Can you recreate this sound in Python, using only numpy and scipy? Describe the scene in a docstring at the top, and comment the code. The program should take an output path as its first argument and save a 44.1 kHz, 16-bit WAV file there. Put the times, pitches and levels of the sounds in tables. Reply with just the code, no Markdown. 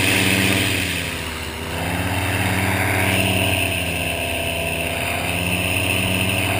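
"""An airboat circles over a marsh, heard through the microphone of a small head-worn camera.
It starts fast, off to the left: a V8 with open pipes drives a geared three-blade propeller, which
thumps and chops the air into a rasping wash. By 1 s the throttle eases and the boat passes behind;
it opens up by 1.8 s, coming round on the right. In front from 3.2 s, it eases again, then picks up
further off by 5.5 s. Each turn of the head makes the camera's housing colour the sound anew,
and throughout its slow sampling mirrors the wash into the treble."""
import sys
import numpy as np
from scipy import signal
from scipy.fft import rfft, irfft, next_fast_len
from scipy.io import wavfile
from scipy.ndimage import uniform_filter1d

SR = 44100
rng = np.random.default_rng(int(sys.argv[2]) if len(sys.argv) > 2 else 0)


def master(y):
    """Save y as 16-bit WAV."""
    cut = np.clip(np.atleast_2d(y).T, -1, 1)
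    pcm = np.round(cut * 32767)  # scale
    wavfile.write(sys.argv[1], SR, pcm.astype(np.int16))


N = 290619

# Air wash at the microphone, one spectrum per heading: (frequency [Hz], relative density [dB])
WASH_SPECTRA = [
    [(520, -27), (880, -15.5), (969, -12), (1080, -20), (1180, -14), (1350, -19.5), (1510, -13),
     (1860, -7.5), (2270, -7), (2560, 0.5), (2910, -11), (3130, -7), (4210, -18), (4950, -14.5),
     (6000, -26), (7800, -62), (13200, -120)],
    [(520, -40), (880, -18), (923, -7), (1000, -7), (1520, -4.5), (1650, -6), (1810, -5.5), (2290, -2),
     (2480, -6.5), (2840, 1.5), (3110, -12), (4080, -9.5), (4990, -16), (5490, -12), (6000, -28),
     (7800, -60), (13200, -120)],
    [(520, -27), (880, 0.5), (1050, -8.5), (1450, -2), (1760, 0), (2230, 0), (2440, -6), (2710, 6),
     (2870, -5.5), (3160, -4.5), (3450, -19), (3680, -6), (4020, -17.5), (4910, -12), (6000, -26),
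     (7800, -68), (13200, -120)],
    [(520, -25), (880, -9), (993, -4), (1190, -12), (1580, -1), (1950, -1.5), (2270, 3), (2750, -6.5),
     (2870, -7.5), (2940, -19), (3710, -11), (4210, -26.5), (4680, -12), (5150, -22), (6000, -27),
     (7800, -61), (13200, -120)],
    [(520, -47), (880, -24), (993, -18.5), (1180, -26), (1440, -23), (1580, -15), (1830, -19), (2250, -14),
     (2670, 1), (3030, -11.5), (3370, -19), (4250, -25), (4490, -33), (5150, -21.5), (6000, -37),
     (7800, -71), (13200, -120)],
    [(520, -40), (880, -13), (1230, -10.5), (1630, -7.5), (1780, -12.5), (2360, -1.5), (2520, 2.5),
     (2780, -2), (3080, -9), (3310, -19), (3710, -11), (4050, -21.5), (4910, -15.5), (5410, -31),
     (6000, -32), (7800, -71), (13200, -120)],
    [(520, -48), (880, -20), (1180, -14.5), (1370, -24), (1580, -16), (1760, -19.5), (2010, -13.5),
     (2290, -12), (2520, -2), (2670, 3), (3310, -18), (4250, -23.5), (4570, -34), (5150, -18.5),
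     (6000, -38.5), (7800, -71), (13200, -120)],
]
# Resonances and hollows of the housing, alike at every heading: (centre [Hz], width [Hz], gain [dB])
HOUSING_RESONANCES = [(994, 31, -4), (1397, 22, -10), (1598, 33, 4.5), (2135, 51, 3.5), (2170, 66, -1),
                      (2730, 40, -1), (3034, 140, 4), (3690, 42, 6.5), (4126, 100, 5.5), (4480, 160, -2),
                      (4730, 150, 2.5), (5530, 91, -5.5), (5650, 120, 3)]
# The wash swells and sinks as the boat curves: (time [s], level [dB])
WASH_SWELL = [(0, 1), (.15, 3), (.4, 0), (.65, 0.2), (1.05, -0.3), (1.4, 0), (1.63, -4), (1.77, -0.5),
              (2.1, -0.6), (2.4, 1.2), (2.95, 0.2), (3.13, 2.5), (3.3, -0.9), (4.1, 0.4), (4.8, -.5),
              (5.6, 0.6), (6.35, 0.9), (6.59, -3.5)]

def air_wash(blade_angle, level_db):
    """Vortices shed by the tips: a rasp that puffs once per blade over a steadier hiss of spray."""
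    swell_db, = curves(WASH_SWELL)
    gain = amp(level_db + swell_db + 0.32 * wobble(8.8))
    puff_sizes = amp(1.9 * rng.standard_normal(int(blade_angle[-1] / np.pi) + 4))
    puff_angle = blade_angle - .8
    blade_index = (puff_angle / (2 * np.pi) + .5).astype(int)
    puffs = puff_sizes[blade_index] * np.exp(2.0 * (np.cos(puff_angle) - 1))
    rasp = unit((1 + 0.84 * puffs) * patchy_noise(depth_db=1.4))
    hiss = unit((1 + 0.12 * puffs) * patchy_noise(depth_db=2.0))
    rasp_share = lambda hz: np.exp(-.5 * (np.log((hz + 1) / 2500) / 0.35) ** 2)  # the middle band
    air = filtered(rasp, lambda hz: np.sqrt(rasp_share(hz)))
    air += filtered(hiss, lambda hz: np.sqrt(1 - rasp_share(hz)))
    cavity = lambda hz: amp(sum(db * peak(hz, centre, width) for centre, width, db in HOUSING_RESONANCES))
    per_heading = filtered(air, lambda hz: cavity(hz) * np.array([gain_at(s, hz) for s in WASH_SPECTRA]))
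    return gain * at_heading(unit(per_heading))


# Partials of the thump: (multiple of the blade rate, level when slow [dB], level when fast [dB])
BLADE_PARTIALS = [(1, 0.0, 0.0), (2, -3.0, -2.0), (3, -15.4, -12.1), (4, -13.9, -12.0), (5, -15.7, -17.0),
                  (6, -16.2, -17.0), (7, -15.5, -17.2), (8, -14.8, -14.6), (9, -13.6, -21.4),
                  (10, -19.0, -21.8), (11, -16.6, -24.6)]

def propeller(blade_angle, fast, level_db, slap_db):
    """Each passing blade gives one thump, sharper when it slaps; the upper partials waver in the air."""
    lag_rad = .7
    thumps = np.zeros(N)
    for k, slow_db, fast_db in BLADE_PARTIALS:
        partial_db = slow_db + fast * (fast_db - slow_db) + slap_db * np.log2(k)
        waver_db = .2 * (k - 1) * wobble(8)
        waver_rad = .08 * (k - 1) * wobble(7.3)
        thumps += amp(partial_db + waver_db) * np.cos(k * (blade_angle - lag_rad) + lag_rad + waver_rad)
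    return amp(level_db) * np.sqrt(2) * thumps


# The open pipes favour other orders as the speed changes:
# (multiple of the four-stroke cycle rate, level when slow [dB], level when fast [dB])
EXHAUST_ORDERS = [(2, -20.0, -24.8), (3, -5.2, -2.6), (4, -13.2, -23.9), (5, -7.0, -6.0), (6, -12.9, -27.3),
                  (7, -14.4, -8.2), (8, -4.8, -6.7), (9, -21.2, -15.4), (10, -20.0, -19.0),
                  (11, -12.9, -10.0), (12, -15.5, -20.7), (13, -6.1, -23.1), (14, -25.3, -28.3),
                  (15, -18.0, -18.0), (16, -7.1, -18.2), (17, -21.3, -13.1), (18, -13.5, -12.3),
                  (19, -9.5, -13.3), (20, -18.0, -18.0), (21, -5.5, -21.0), (22, -13.5, -25.0),
                  (23, -19.1, -22.3), (24, -15.2, -20.5), (25, -22.1, -20.1), (26, -22.8, -17.8),
                  (27, -26.8, -21.5), (28, -22.6, -24.1), (29, -15.8, -27.3), (30, -20.1, -30.3),
                  (31, -15.8, -31.7), (32, -24.3, -28.1)]

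def exhaust(blade_angle, fast, level_db, blades_per_cycle=2.52):
    """Uneven firing of the V8's two banks sounds both odd and even multiples of the cycle rate."""
    cycle_angle = blade_angle / blades_per_cycle + .59
    pulses = np.zeros(N)
    for k, slow_db, fast_db in EXHAUST_ORDERS:
        order_db = slow_db + fast * (fast_db - slow_db) + .09 * k * wobble(14)
        smear_rad = .4 * k * (k - 5)  # pipes of unequal length spread the pulses
        waver_rad = .025 * k * wobble(14)
        pulses += amp(order_db) * np.cos(k * cycle_angle + smear_rad + waver_rad)
    return amp(level_db) * np.sqrt(2) * pulses


# Rumble between the tones: (frequency [Hz], relative density [dB])
RUMBLE_SPECTRUM = [(15, -50), (25, -14), (60, -11.5), (130, -6), (300, -11.5), (450, -13.5), (700, -15.5),
                   (900, -18), (1200, -29), (2400, -120)]

def rumble(level_db):
    """Broad low turbulence behind the propeller."""
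    turbulence = filtered(patchy_noise(depth_db=2.0), lambda hz: gain_at(RUMBLE_SPECTRUM, hz))
    return amp(level_db) * unit(turbulence)


# A faint hum in the background: (centre [Hz], width [Hz], relative level [dB])
HUM_BANDS = [(59.3, 4.3, 1), (119.5, 4.8, -3)]

def hum():
    """Narrow bands of noise that do not follow the throttle."""
    bands = lambda hz: sum(amp(db) * peak(hz, centre, width) for centre, width, db in HUM_BANDS)
    return amp(-52.5) * unit(filtered(rng.standard_normal(N), bands))


# The throttle lever: (time [s], blade rate it asks for [Hz])
THROTTLE_LEVER = [(0.0, 94.88), (0.559, 96.51), (0.918, 74.97), (1.513, 74.79), (1.815, 93.37),
                  (3.03, 94.55), (3.49, 91.09), (3.747, 79.84), (4.787, 80.28), (5.503, 93.28),
                  (6.59, 93.8)]

def throttle(lag_s=.28):
    """The lever's rate and the blade rate, in Hz: the heavy propeller lags behind the lever."""
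    lever_hz, = curves(THROTTLE_LEVER)
    inertia = np.exp(-1 / (lag_s * SR))
    blade_hz = lever_hz[0] + signal.lfilter([1 - inertia], [1, -inertia], lever_hz - lever_hz[0])
    return lever_hz, blade_hz


# The housing's effect on the low sounds, one curve per heading: (frequency [Hz], gain [dB])
HOUSING_CURVES = [
    [(120, -0.5), (200, -2.5), (280, 3), (400, -2.5), (520, 2), (600, -4.5), (680, -2), (780, -11.5),
     (950, -4), (1200, -4)],
    [(120, 0), (200, -4.5), (280, 2.5), (400, 0), (520, -3), (600, -3), (680, -5), (780, -1), (950, 5.5),
     (1200, 6)],
    [(120, 0), (200, -5.5), (280, -0.5), (400, -5), (520, -1), (600, -3), (680, -1.5), (780, 1.5),
     (950, -1), (1200, -7)],
    [(120, 0), (200, -4.5), (280, 0), (400, -1), (520, -1), (600, 1), (680, 3.5), (780, 4), (950, 5.5),
     (1200, -1)],
    [(120, 0.5), (200, -3), (280, 1.5), (400, 0.5), (520, 0), (600, 2), (680, 8), (780, -1), (950, 2.5),
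     (1200, 0)],
    [(120, -0.5), (200, -0.5), (280, -1), (400, -2), (520, 1), (600, -1), (680, 6.5), (780, 3.5),
     (950, 2.5), (1200, 4)],
    [(120, 0), (200, -3), (280, -0.5), (400, -3), (520, 1), (600, 0), (680, 3), (780, -7), (950, 0.5),
     (1200, -3)],
]

def housing(low):
    """The housing round the microphone colours the low sounds anew as it turns."""
    return at_heading(filtered(low, lambda hz: np.array([gain_at(s, hz) for s in HOUSING_CURVES])))


# Where the boat lies from the microphone: (time [s], heading [index])
# 0 left, 1 behind, 2 and 3 round on the right, 4 in front, 5 edge of view, 6 in front and further off
BOAT_HEADING = [(0, 0), (1.0, 0), (1.3, 1), (1.68, 1), (1.83, 2), (2.35, 2), (2.8, 3), (3.0, 3), (3.2, 4),
                (4.8, 4), (5.0, 5), (5.28, 5), (5.38, 6), (6.36, 6), (6.55, 5), (6.59, 5)]

def at_heading(versions):
    """Cross-fade between the versions heard at each heading."""
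    heading, = curves(BOAT_HEADING)
    return sum(np.clip(1 - abs(heading - k), 0, 1) * version for k, version in enumerate(versions))


def amp(db):
    """Decibels to gain."""
    return np.exp(np.asarray(db) * np.log(10) / 20)


def unit(x):
    """Scaled to rms 1."""
    return x / np.sqrt(np.mean(x ** 2, axis=-1, keepdims=True) + 1e-20)


def peak(hz, centre, width):
    """A resonance curve of height 1."""
    return 1 / (1 + (2 * (hz - centre) / width) ** 2)


def gain_at(points, hz):
    """Gain between (frequency [Hz], level [dB]) points on a log axis."""
    point_hz, db = np.transpose(points)
    return amp(np.interp(np.log(hz + 1), np.log(point_hz + 1), db))


def curves(rows):
    """One value per sample for each column after the time."""
    times, *columns = np.transpose(rows)
    return [np.interp(np.arange(N) / SR, times, column) for column in columns]


def wobble(rate):
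    """A random curve, rate knots a second."""
    knots = rng.standard_normal(int(N * rate / SR) + 4)
    return np.interp(np.arange(N) * rate / SR, np.arange(len(knots)), knots)


def filtered(x, response):
    """x shaped by a gain that depends on frequency."""
    size = next_fast_len(N + 8192)
    return irfft(rfft(x, size) * response(np.fft.rfftfreq(size, 1 / SR)), size)[..., :N]


def patchy_noise(depth_db):
    """White noise with small patches of random gain in time and frequency."""
    spectra = signal.stft(rng.standard_normal(N), nperseg=512)[2]
    patches = uniform_filter1d(rng.standard_normal(spectra.shape), size=2, axis=0)
    patches = uniform_filter1d(patches, size=5, axis=1)
    return signal.istft(spectra * amp(depth_db * patches / patches.std()), nperseg=512)[1][:N]


# Balance at FAST_HZ before housing and swell, one row per heading:
# (blades [dB], exhaust [dB], rumble [dB], wash [dB], blade slap [dB per octave])
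BALANCE = [(-28.5, -27, -32.5, -21.5, 3), (-25, -29, -34, -24, -4), (-25.5, -26, -33.5, -24.5, -0.2),
           (-25.5, -27, -36, -23, 0), (-26, -27, -35, -21, 0.4), (-27.5, -27.5, -33, -21.5, .3),
           (-27, -28, -33.5, -22.5, 1)]
# How those five grow: (with blade rate [dB/Hz], with the lever's lead over the propeller [dB/Hz])
THROTTLE_LAWS = (0.61, .02), (0.44, 0.32), (0.11, 0.025), (0.34, 0.052), (0.046, 0.28)
SLOW_HZ, FAST_HZ = 80, 94  # blade rates of the slow and fast timbres

def scene():
    """The circling boat at one turning microphone, over a faint hum."""
    lever_hz, blade_hz = throttle()
    blade_db, exhaust_db, rumble_db, wash_db, slap_db = (
        at_heading(full_db) + per_speed * (blade_hz - FAST_HZ) + per_load * (lever_hz - blade_hz)
        for full_db, (per_speed, per_load) in zip(np.transpose(BALANCE), THROTTLE_LAWS))
    blade_angle = 2 * np.pi * np.cumsum(blade_hz) / SR  # 2 pi per passing blade
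    fast = np.clip((blade_hz - SLOW_HZ) / (FAST_HZ - SLOW_HZ), 0, 1)
    thumps = propeller(blade_angle, fast, blade_db, slap_db)
    pipes = exhaust(blade_angle, fast, exhaust_db)
    low = housing(thumps + pipes + rumble(rumble_db))
    return (low + air_wash(blade_angle, wash_db) + hum())[None]


def record(dry):
    """The camera's slow sampling mirrors the band around the hold rate; holding weakens the mirrors."""
    hold_hz, clock_hz, top_hz = 12000, 48000, 15280
    mirrored = dry * (1 + 2 * np.cos(2 * np.pi * hold_hz * np.arange(N) / SR))
    return filtered(mirrored, lambda hz: np.sinc(hz / hold_hz) / np.sinc(hz / clock_hz) * (hz < top_hz))


dry = scene()
out = record(dry)
master(out)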